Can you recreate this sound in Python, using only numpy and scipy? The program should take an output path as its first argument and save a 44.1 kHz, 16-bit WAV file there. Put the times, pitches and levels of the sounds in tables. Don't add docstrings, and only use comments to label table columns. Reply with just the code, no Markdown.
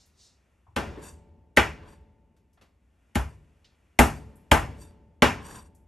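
import sys
import numpy as np
from scipy import signal
from scipy.io import wavfile

SR = 44100
rng = np.random.default_rng(int(sys.argv[2]) if len(sys.argv) > 2 else 0)


def transcribe(signal):
    frames = np.atleast_2d(signal).T
    limited = np.clip(frames, -1, 1)
    pcm = np.round(limited * 32767).astype(np.int16)
    wavfile.write(sys.argv[1], SR, pcm)


N = 258867
TIME = np.arange(N) / SR
BANDS = 31.25 * 2 ** (np.arange(28) / 3)

# start in seconds, seconds through the fish, force in dB, trims in dB for
# counter thud, board body, wooden knock and bone snap, snap pitch in Hz, then trims in dB for
BLOWS = [(0.7605, 0.0033, -13.5, -1.5, -3.5, -3.5, -1, 2690, -7.5, 3, 18.5),
         (1.565, 0.0072, -1.5, -3.5, -2.5, -6, 2, 1900, -7, 1, 3.5),
         (3.1490, 0.0064, -13, 10.5, 4, -2.5, -2, 2230, -1, 1, 0),
         (3.9877, 0.0022, -0.5, 3, 6, -0.5, -2, 2327, 3, 1.5, 1),
         (4.5128, 0.0031, -1.5, 2, 1, -0.5, 0, 2446, -1, 1, 4.5),
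         (5.2206, 0.0012, 0, -4, -1, -5.5, 0.5, 3053, -8.5, 3, 2.5)]
# frequency in Hz, left-right likeness
# from 0 to 1, left minus right in dB.
STEREO_IMAGE = [(60, 1, 0.5), (200, 0.95, 2.6), (500, 0.75, 1.5), (1200, 0.6, 1.5), (2210, .9, -0.17),
                (4000, .94, -0.9), (7000, 0.97, 0), (15000, 0.97, 1)]


def chopping(bands, crunch_db=-20, crunch_rise_db=16):
    # frequency in Hz, relative level in dB per third octave.
    crunch_colour = [(200, -32), (1000, -6.5), (2200, 1.5), (4500, -6.5), (8000, -2), (11500, -2.5),
                     (16000, -7)]
    crunch = coloured(bands, crunch_colour)
    out, length = np.zeros((2, N)), int(1.6 * SR)
    for s, through_s, force_db, *tone in BLOWS:
        start, cut = round(s * SR), max(round(through_s * SR), 1)
        bite = from_db(force_db + crunch_db + np.linspace(-crunch_rise_db, 0, cut))
        add(out, s, bite * crunch[:, start:start + cut])
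        add(out, s + through_s, from_db(force_db) * board_hit(bands[..., start:start + length], *tone))
    return out


def board_hit(bands, thud_db, body_db, knock_db, snap_db, snap_hz, edge_db, wet_db, after_db,
              bone_db=-5, bone_t60=0.015, build_cycles=0.43, room_build_s=0.0016,
              spread_db=0.5, detune=0.0033):
    # frequency in Hz, crack level in dB,
    # room level in dB, room t60 in seconds, after-ring level in dB.
    crack_and_tail = [(35, -19, -33.5, 0.079, -62), (66, -26, -29, 0.64, -42.5), (136, -22, -32, 0.19, -46),
                      (248, -25.5, -26, 0.24, -45), (454, -26, -23.5, 0.15, -47),
                      (710, -26.5, -24.5, 0.34, -50.5), (950, -19, -20, .27, -51),
                      (1280, -17, -19, 0.26, -52.5), (2200, -12.5, -24, .29, -53),
                      (2890, -19, -25, 0.29, -56.5), (3800, -25.5, -32.5, 0.095, -62.5),
                      (4930, -28, -35, 0.3, -62.5), (7960, -20, -33, 0.28, -65),
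                      (11200, -22, -32, 0.24, -69), (16470, -25.5, -39, .16, -91)]
    # frequency in Hz, level in dB, t60 in seconds.
    board_modes = [(67.6, -16, 0.29), (83, -25, .22), (100.3, -27, 0.47), (148.2, -31.5, 0.63),
                   (190.8, -23.5, 0.11), (206.9, -22.5, 0.14), (245.8, -12.5, 0.14), (335.7, -21, 0.16),
                   (413, -23, .25), (470.5, -22.5, 0.18), (566, -18, 0.12), (595, -19, 0.091),
                   (653.4, -19, 0.19), (674, -24.5, .2), (760, -25.5, 0.2), (794, -18.5, 0.26),
                   (829, -13.5, 0.18), (807, -19, .14), (866, -13, 0.15), (908, -23.5, 0.29),
                   (1008, -20.5, 0.27), (1064, -25, 0.07), (1120, -24, 0.078), (1182, -23, 0.18),
                   (1320, -22.5, 0.079), (1553, -19.5, 0.15), (1770, -31, 0.21), (2107, -12.5, 0.079),
                   (2380, -17, 0.0061), (3090, -11, 0.013)]
    # frequency in Hz,
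    # level in dB, t60 in seconds.
    kitchenware_modes = [(80.7, -48, 1.9), (163, -52, 1.6), (215.3, -56, 1.7), (430.7, -53, 1.4),
                         (576, -57, 1.7), (753.7, -62, 1.6), (855.9, -66, 1.8), (888.2, -61, 2.4),
                         (995, -62, 1.3)]
    t, out = TIME[:bands.shape[-1]], np.zeros(bands.shape[1:])
    colour = [(80, thud_db), (250, body_db), (450, 0), (800, knock_db),
              (snap_hz, snap_db), (5000, 0), (10000, edge_db)]
    out += from_db(bone_db + snap_db) * np.sin(2 * np.pi * snap_hz * t) * fade(t, bone_t60)
    for hz, band in zip(BANDS, bands):
        crack_db, room_db, room_t60, ring_db = at_hz(crack_and_tail, hz)
        crack = from_db(crack_db) * fade(t, t60=0.029)
        room = from_db(room_db + wet_db) * fade(t, room_t60) * rise(t, room_build_s)
        after_ring = from_db(ring_db + after_db) * fade(t, t60=0.86)
        attack = rise(t, build_cycles / hz)
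        envelope = attack * np.sqrt(crack ** 2 + room ** 2 + after_ring ** 2)
        out += from_db(at_hz(colour, hz)) * envelope * band
    for hz, db, t60 in board_modes:
        strength = from_db(db + at_hz(colour, hz) + spread_db * rng.normal())
        port_lag = np.arccos(likeness(hz)) * rng.choice([-1, 1])
        phase = 2 * np.pi * rng.random() + port_lag * np.array([[.5], [-.5]])
        mode = np.sin(2 * np.pi * hz * (1 + detune * rng.normal()) * t + phase)
        out += pan(hz) * strength * mode * fade(t, t60) * rise(t, build_cycles / hz)
    for hz, db, t60 in kitchenware_modes:
        out += from_db(db + after_db) * np.sin(2 * np.pi * hz * t) * fade(t, t60)
    return out


def scraping(bands, slips_per_s=180, rough_db=2.0, ring_db=-0.5, grit_db=-8, wood_lead_s=0.082):
    # moment the edge bites in seconds, hold in seconds,
    # steel hiss in dB, wood rasp in dB.
    scrapes = [(1.04, 0.043, -50.5, -52), (1.889, 0.036, -64, -56), (3.29, 0.045, -72.5, -65),
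               (4.14, 0.0435, -62.5, -59), (4.812, 0.02, -54.5, -69), (5.455, 0.14, -52, -47.5)]
    # frequency in Hz, width in Hz, relative level in dB.
    blade_modes = [(1000, 50, -2), (1620, 70, -7), (2640, 110, -9), (3625, 22, -5), (4675, 28, 2),
                   (5760, 130, -6), (6850, 150, -11), (7080, 45, -4), (8020, 26, -4), (8490, 45, 3),
                   (8770, 30, -5), (9680, 30, -3), (11200, 130, -11), (12430, 30, -7)]
    # frequency in Hz, relative level
    # in dB per third octave.
    grit_colour = [(1500, -50), (3000, 1.5), (5000, -3.5), (8500, 16), (11500, -28.5), (13500, -24),
                   (16000, -30)]
    rasp_colour = [(100, -6), (450, -6), (720, -7), (1000, 3), (1250, -5.5), (1650, 0.5), (2100, -15),
                   (2700, -6), (4000, -14), (9000, -37)]
    shape = dict(rise_db_per_s=421, fall_db_per_s=290, sag_db_per_s=8.5)
    steel, wood, blade = np.zeros((3, N))
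    for s, held_s, steel_db, wood_db in scrapes:
        steel += from_db(steel_db) * swell(s, held_s, **shape)
        wood += from_db(wood_db) * swell(s - wood_lead_s, held_s + wood_lead_s, **shape)
    slips = from_db(rough_db * np.interp(TIME * slips_per_s, np.arange(N), rng.standard_normal(N)))
    friction = steel * slips * rng.standard_normal(N)
    for hz, width, db in blade_modes:
        blade += from_db(db) * resonate(friction, hz, width)
    blade_power = sum(from_db(db) ** 2 * np.pi * width / SR for _, width, db in blade_modes)
    grit = from_db(grit_db) * steel * coloured(bands, grit_colour)
    rasp = wood * coloured(bands, rasp_colour)
    return from_db(ring_db) * blade / np.sqrt(blade_power) + slips * (grit + rasp)


def touches(bands, attack_s=0.00085, build_cycles=1.7, contact_t60=0.1, room_db=-7, room_t60=0.33):
    # start in seconds, level in dB, centre in Hz, width in octaves.
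    contacts = [(0.057, -67, 10870, 0.46), (0.666, -57, 940, 0.27), (0.678, -43.5, 87, 0.25),
                (0.973, -37, 340, .55), (1.084, -51.5, 7480, 0.2), (2.364, -70, 4000, 3),
                (2.53, -71.5, 8000, 0.72), (2.572, -62, 1320, 1), (2.611, -51.5, 695, 2.56),
                (3.644, -57, 3850, 0.57), (4.356, -62.5, 10500, .3), (5.748, -64.5, 9510, .5)]
    out, t = np.zeros((2, N)), TIME[:SR // 2]
    decay = np.hypot(fade(t, contact_t60), from_db(room_db) * fade(t, room_t60))
    for s, db, hz, octaves in contacts:
        gains = np.exp(-.5 * (np.log2(BANDS / hz) / octaves) ** 2).astype(np.float32)
        start = rng.integers(N - len(t))
        burst = rms_one(np.tensordot(gains, bands[..., start:start + len(t)], 1))
        add(out, s, from_db(db) * burst * decay * rise(t, attack_s + build_cycles / hz))
    return out


def sliding(bands):
    # peak time in seconds, hold in seconds, level in dB.
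    slides = [(0.0, 0.017, -63), (.2, 0.066, -60)]
    # frequency in Hz, relative level in dB per third octave.
    swish_colour = [(1000, -23.5), (2500, -27), (3800, -5.5), (5600, -2), (8000, -8), (11500, -30),
                    (14000, -26)]
    push = sum(from_db(db) * swell(s, held_s, rise_db_per_s=417.5, fall_db_per_s=169)
               for s, held_s, db in slides)
    return push * coloured(bands, swish_colour)


def early_echoes(x, above_hz=1200):
    # delay in seconds, gain.
    reflections = [(.0021, 0.16), (.0047, -0.19), (.0083, .36)]
    bass, treble = butter(x, above_hz, "low"), butter(x, above_hz, "high")
    combed = treble.copy()
    for delay, gain in reflections:
        add(combed, delay, gain * treble)
    combed /= np.sqrt(1 + sum(gain ** 2 for _, gain in reflections))
    return butter(bass, above_hz, "low") + butter(combed, above_hz, "high")


def background(bands, rumble_db=-67.5, shake_db=-48, shake_t60=2.5, hiss_db=-82):
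    # peak time in seconds, hold in seconds, level in dB.
    hiss_swells = [(0.0, 0.5, -74.5), (3.1, 1.4, -73.5)]
    # frequency in Hz, relative level in dB per third octave.
    rumble_colour = [(25, -19.5), (45, -9), (68, 6.5), (120, -9), (200, -4), (400, -9.5), (800, -18),
                     (2000, -39)]
    hiss_colour = [(200, -7), (700, -0.5), (1300, -0.5), (2700, 1.5), (4000, -12), (7000, -5),
                   (11500, -8.5), (14000, -19.5)]
    shakes = [from_db(shake_db + force_db + after_db) * (TIME >= s) * fade(np.abs(TIME - s), shake_t60)
              for s, _, force_db, *_, after_db in BLOWS]
    swells = [from_db(db) * swell(s, held_s, rise_db_per_s=26.5, fall_db_per_s=24)
              for s, held_s, db in hiss_swells]
    rumble = np.hypot(from_db(rumble_db), np.linalg.norm(shakes, axis=0))
    hiss = np.hypot(from_db(hiss_db), np.linalg.norm(swells, axis=0))
    return rumble * coloured(bands, rumble_colour) + hiss * coloured(bands, hiss_colour)


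def noise_bands():
    white, bands = rng.standard_normal((2, 2, N)), []
    for k, hz in enumerate(BANDS):
        mid, side = butter(white[k % 2], [hz / 1.13, hz * 1.13], "band")
        band = np.sqrt(1 + likeness(hz)) * mid + np.sqrt(1 - likeness(hz)) * side * [[1], [-1]]
        bands.append((rms_one(band) * pan(hz)).astype(np.float32))
    return np.array(bands)


def coloured(bands, colour):
    gains = from_db(at_hz(colour, BANDS)).astype(np.float32)
    return rms_one(np.roll(np.tensordot(gains, bands, 1), rng.integers(N), axis=-1))


def likeness(hz):
    return np.clip(at_hz(STEREO_IMAGE, hz)[0], 0, 1)


def pan(hz):
    return from_db(at_hz(STEREO_IMAGE, hz)[1] * np.array([[.5], [-.5]]))


def swell(s, held_s, rise_db_per_s, fall_db_per_s, sag_db_per_s=0):
    t = TIME - s
    attack_db = rise_db_per_s * np.minimum(t, 0)
    sag_db = sag_db_per_s * np.clip(t, 0, held_s)
    release_db = fall_db_per_s * np.maximum(t - held_s, 0)
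    return from_db(attack_db - sag_db - release_db)


def rise(t, attack_s):
    return 1 - np.exp(-t / attack_s)


def fade(t, t60):
    return np.exp(-np.log(1000) * t / t60)


def butter(x, hz, kind, order=2):
    return signal.sosfilt(signal.butter(order, hz, kind, fs=SR, output="sos"), x)


def resonate(x, hz, width_hz):
    return signal.lfilter(*signal.iirpeak(hz, hz / width_hz, fs=SR), x)


def from_db(db):
    return 10 ** (np.asarray(db) / 20)


def rms_one(x):
    return x / np.sqrt(np.mean(x ** 2) + 1e-20)


def at_hz(rows, hz):
    knots, *columns = np.transpose(rows)
    return np.squeeze([np.interp(np.log(hz), np.log(knots), c) for c in columns])


def add(out, s, sound):
    start = round(s * SR)
    out[:, start:start + sound.shape[-1]] += sound[..., :N - start]


def scene():
    bands = noise_bands()
    scrapes = scraping(bands)
    return scrapes + early_echoes(background(bands) + chopping(bands) + sliding(bands) + touches(bands))


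def record(dry, port_hz=(10200, 13600), port_width_hz=1300, ring_hz=11300, ring_db=-2,
           shelf_hz=12600, shelf_db=-18, ceiling=0.92, cutoff_hz=15900):
    left, right = dry
    for hz in port_hz:
        right = 2 * signal.lfilter(*signal.iirnotch(hz, hz / port_width_hz, fs=SR), right) - right
    both = np.array([left, right])
    ringing = both + from_db(ring_db) * resonate(both, ring_hz, width_hz=700)
    top = butter(ringing, shelf_hz, "high", order=14)
    dulled = butter(ringing, shelf_hz, "low", order=14) + from_db(shelf_db) * top
    rounded = dulled / (1 + (dulled / ceiling) ** 4) ** .25
    return signal.sosfilt(signal.ellip(10, .1, 80, cutoff_hz, fs=SR, output="sos"), rounded)


dry = scene()
out = record(dry)
transcribe(out)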